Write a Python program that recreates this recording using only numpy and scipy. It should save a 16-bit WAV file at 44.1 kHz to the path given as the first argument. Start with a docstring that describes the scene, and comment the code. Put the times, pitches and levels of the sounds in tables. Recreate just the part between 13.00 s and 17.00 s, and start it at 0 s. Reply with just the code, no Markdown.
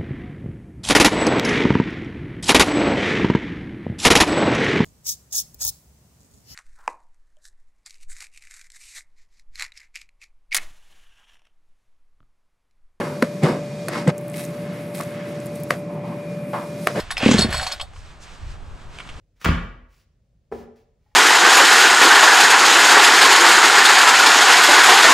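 """Stripping a boot sole

A cobbler works the sole off a work boot with hand tools, close up. The tool knocks on nails and thuds
into the hollow boot. Leather rips and rasps, steel rubs over the insole, a hand shifts softly on the
boot, and fibres tick and crackle as a blade pries under the heel. Workshop machinery hums behind."""
import sys
import numpy as np
from scipy import signal
from scipy.fft import rfft, irfft
from scipy.io import wavfile

SR = 44100
rng = np.random.default_rng(int(sys.argv[2]) if len(sys.argv) > 2 else 0)


def wav_record(signal):
    """Record a signal, one row per channel, as 16-bit PCM in the file named by sys.argv[1]."""
    frames = np.transpose(np.atleast_2d(signal))
    bounded = np.clip(frames, -1, 1)
    # unit amplitude maps onto the largest positive 16-bit level
    quanta = np.round(bounded * 32767).astype(np.int16)
    wavfile.write(sys.argv[1], SR, quanta)


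N = 176400
T = np.arange(N) / SR


def from_db(db):
    """Decibels to gain."""
    return 10 ** (np.asarray(db) / 20)


def unit_power(x):
    """Normalise to an rms of one."""
    return x / np.sqrt(np.mean(x ** 2) + 1e-20)


def eq(x, curve):
    """Filter through a curve of (frequency [Hz], gain [dB]) points."""
    hz, db = np.transpose(curve)
    bin_hz = np.arange(N // 2 + 1) * SR / N
    gain = from_db(np.interp(np.log(bin_hz + 1e-9), np.log(hz), db))
    return irfft(rfft(x) * gain, N)


def colour(x, curve):
    """EQ a sound and bring it to unit power."""
    return unit_power(eq(x, curve))


def band(x, hz, width):
    """Broad resonance from hz / width to hz * width, at unit power."""
    edges = [hz / width, min(hz * width, .45 * SR)]
    return unit_power(signal.sosfilt(signal.butter(2, edges, "band", fs=SR, output="sos"), x))


def low_cut(x, hz, order=2):
    """Roll off the bass."""
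    return signal.sosfilt(signal.butter(order, hz, "high", fs=SR, output="sos"), x)


def envelope(start, rise, hold, fall):
    """Linear attack, hold, then 20 dB of decay per fall time; all in seconds."""
    attack = np.clip((T - start) / rise, 0, 1)
    return attack * from_db(-20 * np.clip((T - start - rise - hold) / fall, 0, 10))


def fader(ride):
    """Gain that follows (time [s], level [dB]) points."""
    return from_db(np.interp(T, *np.transpose(ride)))


def grains(per_s, spread_db):
    """Tiny slips: randomly timed clicks of uneven size."""
    sizes = from_db(spread_db * np.minimum(rng.exponential(1, N), 4))
    return sizes * rng.choice([-1, 1], N) * (rng.random(N) < per_s / SR)


def drift(points):
    """Smooth wander through evenly spaced random points."""
    return np.interp(T, np.linspace(0, T[-1], points), rng.standard_normal(points))


def ring(start, hz, t60):
    """A struck mode: a sine that dies by 60 dB in t60 seconds."""
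    age = np.maximum(T - start, 0)
    return np.sin(2 * np.pi * hz * age) * np.exp(-np.minimum(np.log(1000) * age / t60, 40))


def tone(hz, waver_db):
    """A sine of about unit power that follows a pitch curve and wavers in level."""
    return np.sqrt(2) * from_db(waver_db * drift(points=40)) * np.sin(2 * np.pi * np.cumsum(hz) / SR)


def reflections(x, decay_s):
    """A dense cluster of early reflections, about as strong as the sound itself."""
    cluster = rng.standard_normal(N) * np.exp(-np.minimum(T / decay_s, 40))
    return signal.fftconvolve(x, cluster / np.linalg.norm(cluster))[:N]


# Bed of rumble and air: (frequency [Hz], gain [dB])
RUMBLE_EQ = [(20, -10), (60, -34.5), (95, -19.5), (120, -9.5), (168, 0.5), (200, -8), (280, -14),
             (450, -16.5), (720, -22), (830, -28), (1100, -28.5), (1600, -39.5), (2450, -34.5), (3100, -50),
             (4500, -51), (11000, -60.5), (16000, -69)]
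# Motor hum: (pitch [Hz], rms level [dB])
MOTOR_TONES = [(586.1, -34.2), (318, -50), (349, -51)]
# A thin whine dips and swells: (time [s], rms level [dB])
WHINE_RIDE = [(0, -55.5), (.8, -55.5), (1.3, -61), (2.6, -62), (3.05, -59), (3.42, -51.5), (3.6, -54),
              (3.78, -53), (4, -53)]


def machinery(rumble_db=-31.5, whine_hz=2421):
    """Steady workshop rumble under wavering motor tones and a thin, unsteady whine."""
    out = from_db(rumble_db) * colour(rng.standard_normal(N), RUMBLE_EQ)
    for hz, db in MOTOR_TONES:
        out += from_db(db) * tone(hz + 0.4 * drift(points=24), waver_db=1.1)
    return out + fader(WHINE_RIDE) * tone(whine_hz + 4.4 * drift(points=120), waver_db=2.2)


# Fader rides for the rub's mids, treble and top sheen: (time [s], level [dB])
RUB_MID_RIDE = [(0, -51.5), (.8, -50), (1.15, -53), (1.5, -48), (1.8, -44), (1.92, -50.5), (2.2, -41.5),
                (2.45, -48.5), (2.85, -58.5), (3.1, -50), (3.4, -51.5), (3.7, -50), (4, -46)]
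RUB_TREBLE_RIDE = [(0, -50.5), (.33, -50.5), (.62, -51.5), (.85, -49), (1.08, -54), (1.13, -62), (1.5, -54),
                   (1.83, -55), (1.91, -59.5), (2.1, -53.5), (2.22, -55), (2.35, -52.5), (2.52, -54.5),
                   (2.72, -55.5), (2.82, -58.5), (3.02, -68), (3.06, -63), (3.27, -58), (3.32, -54),
                   (3.46, -63.5), (3.56, -52.5), (3.76, -51.5), (3.85, -47.5), (4, -44.5)]
RUB_SHEEN_RIDE = [(0, -53), (.2, -59), (.4, -62), (.75, -79), (1.15, -65), (1.26, -58), (1.63, -55.5),
                  (1.7, -68), (1.74, -56), (2.12, -55), (2.22, -69), (2.29, -54.5), (2.37, -65),
                  (2.44, -56), (2.5, -62), (2.56, -52), (2.65, -73), (2.7, -50), (2.79, -55.5), (2.86, -76),
                  (2.94, -61), (3.02, -76), (3.06, -63), (3.16, -62), (3.36, -63), (3.55, -53.5),
                  (3.75, -60), (3.85, -47), (3.9, -58), (4, -51)]
# Tone of each rub layer: (frequency [Hz], gain [dB])
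RUB_MID_EQ = [(400, -21), (800, -8), (1400, 3), (2200, 0.5), (3000, -7.5), (4500, -15.5), (8000, -36)]
RUB_TREBLE_EQ = [(1500, -17), (3000, -2), (4500, 4.5), (6500, 0.5), (10000, -6.5), (13000, -12),
                 (16000, -34)]
RUB_SHEEN_EQ = [(5000, -25), (8000, -5.5), (10500, 1.5), (12500, -2.5), (14500, -11), (16000, -22)]


def blade_rub():
    """Steel slides over the leather insole: three layers of fine-grained friction."""
    layers = [(RUB_TREBLE_RIDE, RUB_TREBLE_EQ), (RUB_SHEEN_RIDE, RUB_SHEEN_EQ),
              (RUB_MID_RIDE, RUB_MID_EQ)]
    return sum(fader(ride) * colour(grains(per_s=9000, spread_db=1.5), curve) for ride, curve in layers)


# Dark boot body and bright fibre hiss: (frequency [Hz], gain [dB])
BOOT_EQ = [(40, -30), (90, -18), (140, -6.5), (240, 1.5), (320, -1), (500, -4), (750, -10), (1300, -52),
           (4000, -68)]
HISS_EQ = [(800, -4), (2200, 6), (3200, -5.5), (4900, 1.5), (6300, -6.5), (10000, -10), (13000, -18),
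           (16000, -38)]
# Leather rips, and soft grip rubs at 2.875 and 3.025 s: (start [s], attack [s], hold [s],
# 20 dB fall [s], body [dB], rasp [dB], rasp centre [Hz], rasp width [ratio], hiss [dB])
RIP_AND_GRIP_CUES = [(0.0, 0.001, 0.015, 0.2, -26, -30.5, 1100, 1.5, -42),
                     (0.417, .026, .05, .125, -19, -27, 900, 1.7, -36.5),
                     (0.426, .012, .008, .02, -30, -27, 1600, 1.4, -41),
                     (0.905, .03, .045, .11, -28.5, -30.5, 1100, 1.7, -36.5),
                     (1.072, .004, .027, 0.008, -23, -26.5, 1100, 1.8, -38),
                     (1.997, 0.0039, 0.0052, .02, -37, -30, 850, 1.4, -48),
                     (2.875, .025, .06, .1, -49, -42, 790, 1.25, -70),
                     (3.025, .02, .075, .12, -50, -40.5, 870, 1.25, -57),
                     (3.531, .004, 0.026, .11, -36, -26.5, 820, 1.55, -54),
                     (3.94, 0.023, .04, .1, -24, -31, 1320, 1.54, -40.5)]


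def rips_and_grip_rubs():
    """Leather rips in dense slips, plus two faint, soft, low rubs as the hand shifts on the boot."""
    body_slips, hiss_slips, rasp_slips = (grains(per_s=4000, spread_db=3.5) for _ in range(3))
    body, hiss = colour(body_slips, BOOT_EQ), colour(hiss_slips, HISS_EQ)
    out = np.zeros(N)
    for start, rise, hold, fall, body_db, rasp_db, rasp_hz, rasp_width, hiss_db in RIP_AND_GRIP_CUES:
        rasp = band(rasp_slips, rasp_hz, rasp_width)
        texture = from_db(body_db) * body + from_db(rasp_db) * rasp + from_db(hiss_db) * hiss
        out += texture * envelope(start, rise, hold, fall)
    return out


# Hollow thuds: (time [s], base level [dB], pitch [Hz], push [s], t60 [s], overtone [ratio],
# overtone gain [dB])
THUD_CUES = [(0.224, -2, 236, 0.0041, 0.055, 2.27, -6), (0.4302, 3, 153, 0.0092, 0.06, 2.28, -18),
             (0.889, -17, 330, .001, .025, 2.03, -2), (1.063, -8.5, 268, 0.0028, 0.043, 1.6, -22),
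             (1.0746, 5.5, 156.7, 0.011, 0.052, 3.135, -11.5), (3.873, -14, 297, 0.0009, 0.025, 2.05, -13)]


def boot_thuds():
    """A soft push swells the boot's low resonance and its overtone, which die away quickly."""
    out = np.zeros(N)
    for start, db, hz, push, t60, overtone, overtone_db in THUD_CUES:
        modes = ring(start, hz, t60) + from_db(overtone_db) * ring(start, hz * overtone, t60)
        makeup_db = 20 * push / t60  # offsets some of the decay during the push
        swell = np.clip((T - start) / push, 0, 1) * from_db(db + makeup_db)
        out -= low_cut(modes * swell, 0.92 * hz)
    return out


# Bright crack, shared with the fibre crackle, and crushed grit: (frequency [Hz], gain [dB])
CRACK_EQ = [(500, 5), (1100, 0.5), (2100, 9), (3100, 1), (4500, 3), (7000, -1), (10500, 3.5), (14000, -8),
            (16000, -9)]
GRIT_EQ = [(100, -27), (300, -8.5), (600, 6.5), (1200, -1.5), (2000, -5.5), (3200, -16), (5000, -19),
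           (10000, -26), (16000, -53)]
# Tool and sole ringing together: (frequency [Hz], gain [dB], t60 [s])
KNOCK_MODES = [(485, -30, 0.011), (696, -16.5, 0.028), (1152, -6, 0.0076), (1550, -10.5, 0.0071),
               (1940, -6.5, 0.0045), (4420, -14.5, 0.0041), (9180, -28, 0.0046)]
# Knock cues: (time [s], ring gain [dB], pitch [ratio], contact low-pass [Hz], crack [dB], crunch [dB])
KNOCK_CUES = [(0.2254, 5, 0.904, 2200, -23, -29.5), (0.8842, -8.5, 0.95, 7000, -21.5, -31),
              (2.01, -15, 0.92, 3000, -26, -37), (2.7073, 5, 1.007, 4400, -22.5, -25.5),
              (3.8720, 4.5, 1.14, 8000, -17, -25)]


def tool_knocks(bite_s=0.0033, bite_db=-21, crack_rise_s=0.0025):
    """The tool hits the nailed sole: a small bite, a crack, a short hollow ring and a crunch of grit."""
    crack = colour(rng.standard_normal(N), CRACK_EQ)
    grit = colour(grains(per_s=4000, spread_db=3.5), GRIT_EQ)
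    out = np.zeros(N)
    for start, db, pitch, contact_hz, crack_db, crunch_db in KNOCK_CUES:
        modes = sum(from_db(mode_db) * ring(start, hz * pitch, t60) for hz, mode_db, t60 in KNOCK_MODES)
        pole = np.exp(-2 * np.pi * contact_hz / SR)  # softer contact, duller ring
        softened = signal.lfilter([1 - pole], [1, -pole], modes)
        out -= from_db(db) * low_cut(softened, hz=324)
        out += from_db(db + bite_db) * grit * envelope(start - bite_s, bite_s / 2, hold=0, fall=bite_s)
        crack_shape = envelope(start - crack_rise_s / 2, crack_rise_s, hold=0, fall=0.0028)
        out += from_db(crack_db) * crack * crack_shape
        out += from_db(crunch_db) * grit * envelope(start - bite_s, bite_s, hold=0.019, fall=0.049)
    scoop = signal.iirnotch(859, Q=2.27, fs=SR)  # the sole swallows a band between its modes
    return signal.lfilter(*scoop, out)


# Snaps and ticks: (time [s], level [dB], centre [Hz])
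SNAP_CUES = [(0.434, -29, 7500), (0.889, -30, 8500), (1.078, -26, 6940), (1.1805, -29, 9400),
             (1.212, -39, 11000), (1.2817, -36, 11000), (1.2987, -33.5, 8950), (1.317, -39, 9000),
             (1.342, -26.5, 2780), (1.451, -30, 7040), (1.949, -34, 7050), (1.969, -37, 8000),
             (2.035, -33, 8000), (2.402, -39, 7500), (2.4592, -32, 11000), (2.467, -32, 9000),
             (2.5567, -36, 9000), (2.601, -41, 11500), (2.635, -29, 10000)]


def snaps():
    """Single fibres snap and the blade ticks on nails: pinpoint bursts of bright noise."""
    noise = rng.standard_normal(N)
    return sum(from_db(db) * band(noise, hz, width=1.3) * envelope(start, 10 / SR, hold=0, fall=0.0026)
               for start, db, hz in SNAP_CUES)


# Steely ring of the blade: (frequency [Hz], gain [dB])
STEEL_MODES = [(1750, -11), (2700, -7), (4300, -14), (8900, -9), (10800, -2), (13300, 0)]
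# Runs of crackle: (start [s], attack [s], hold [s], 20 dB fall [s], level [dB])
CRACKLE_CUES = [(1.315, 0.058, 0.04, 0.1, -37.5), (1.935, 0.016, 0.054, 0.07, -38.5),
                (2.549, 0.0072, 0.015, 0.16, -49.5)]


def fibre_crackle(blade_db=-7.5):
    """Fibres tear apart over the prying blade, and each slip sets the steel ringing."""
    slips = grains(per_s=870, spread_db=2.5)
    blade = sum(from_db(db) * ring(0, hz, t60=0.021) for hz, db in STEEL_MODES)
    ringing = unit_power(signal.fftconvolve(slips, blade)[:N])
    crackle = unit_power(colour(slips, CRACK_EQ) + from_db(blade_db) * ringing)
    runs = sum(from_db(db) * envelope(start, rise, hold, fall)
               for start, rise, hold, fall, db in CRACKLE_CUES)
    return crackle * runs


def friction(wet_db=-8.5):
    """Rips, crackle, snaps and rubs, coloured by close reflections off hands and boot."""
    direct = rips_and_grip_rubs() + fibre_crackle() + snaps() + blade_rub()
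    wet = from_db(wet_db)
    return (direct + wet * reflections(direct, decay_s=0.0065)) / np.hypot(1, wet)


# Stereo width of the diffuse sound: (frequency [Hz], side gain [dB])
SIDE_EQ = [(25, -6), (60, -4), (125, -64), (250, -33), (500, -21.5), (1000, -10), (2000, -7.5),
           (8000, -11.5), (14000, -9.5)]


def scene(scatter_db=-7.5, pan_db=0.02):
    """Everything sits near the centre; a diffuse side layer adds a little width."""
    hits = tool_knocks() + boot_thuds()
    mid = machinery() + hits + friction()
    diffuse = machinery() + friction() + from_db(scatter_db) * reflections(hits, decay_s=0.018)
    side = eq(diffuse, SIDE_EQ)
    return np.array([(mid + side) * from_db(pan_db), (mid - side) * from_db(-pan_db)])


def record(dry, top_hz=15800):
    """The microphone sheds deep bass, the hardest peaks soft-clip and the top is cut steeply."""
    thin = low_cut(dry, hz=65, order=3)
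    clipped = thin / (1 + thin ** 6) ** (1 / 6)
    return signal.sosfilt(signal.ellip(10, .1, 80, top_hz, fs=SR, output="sos"), clipped)


dry = scene()
out = record(dry)
wav_record(out)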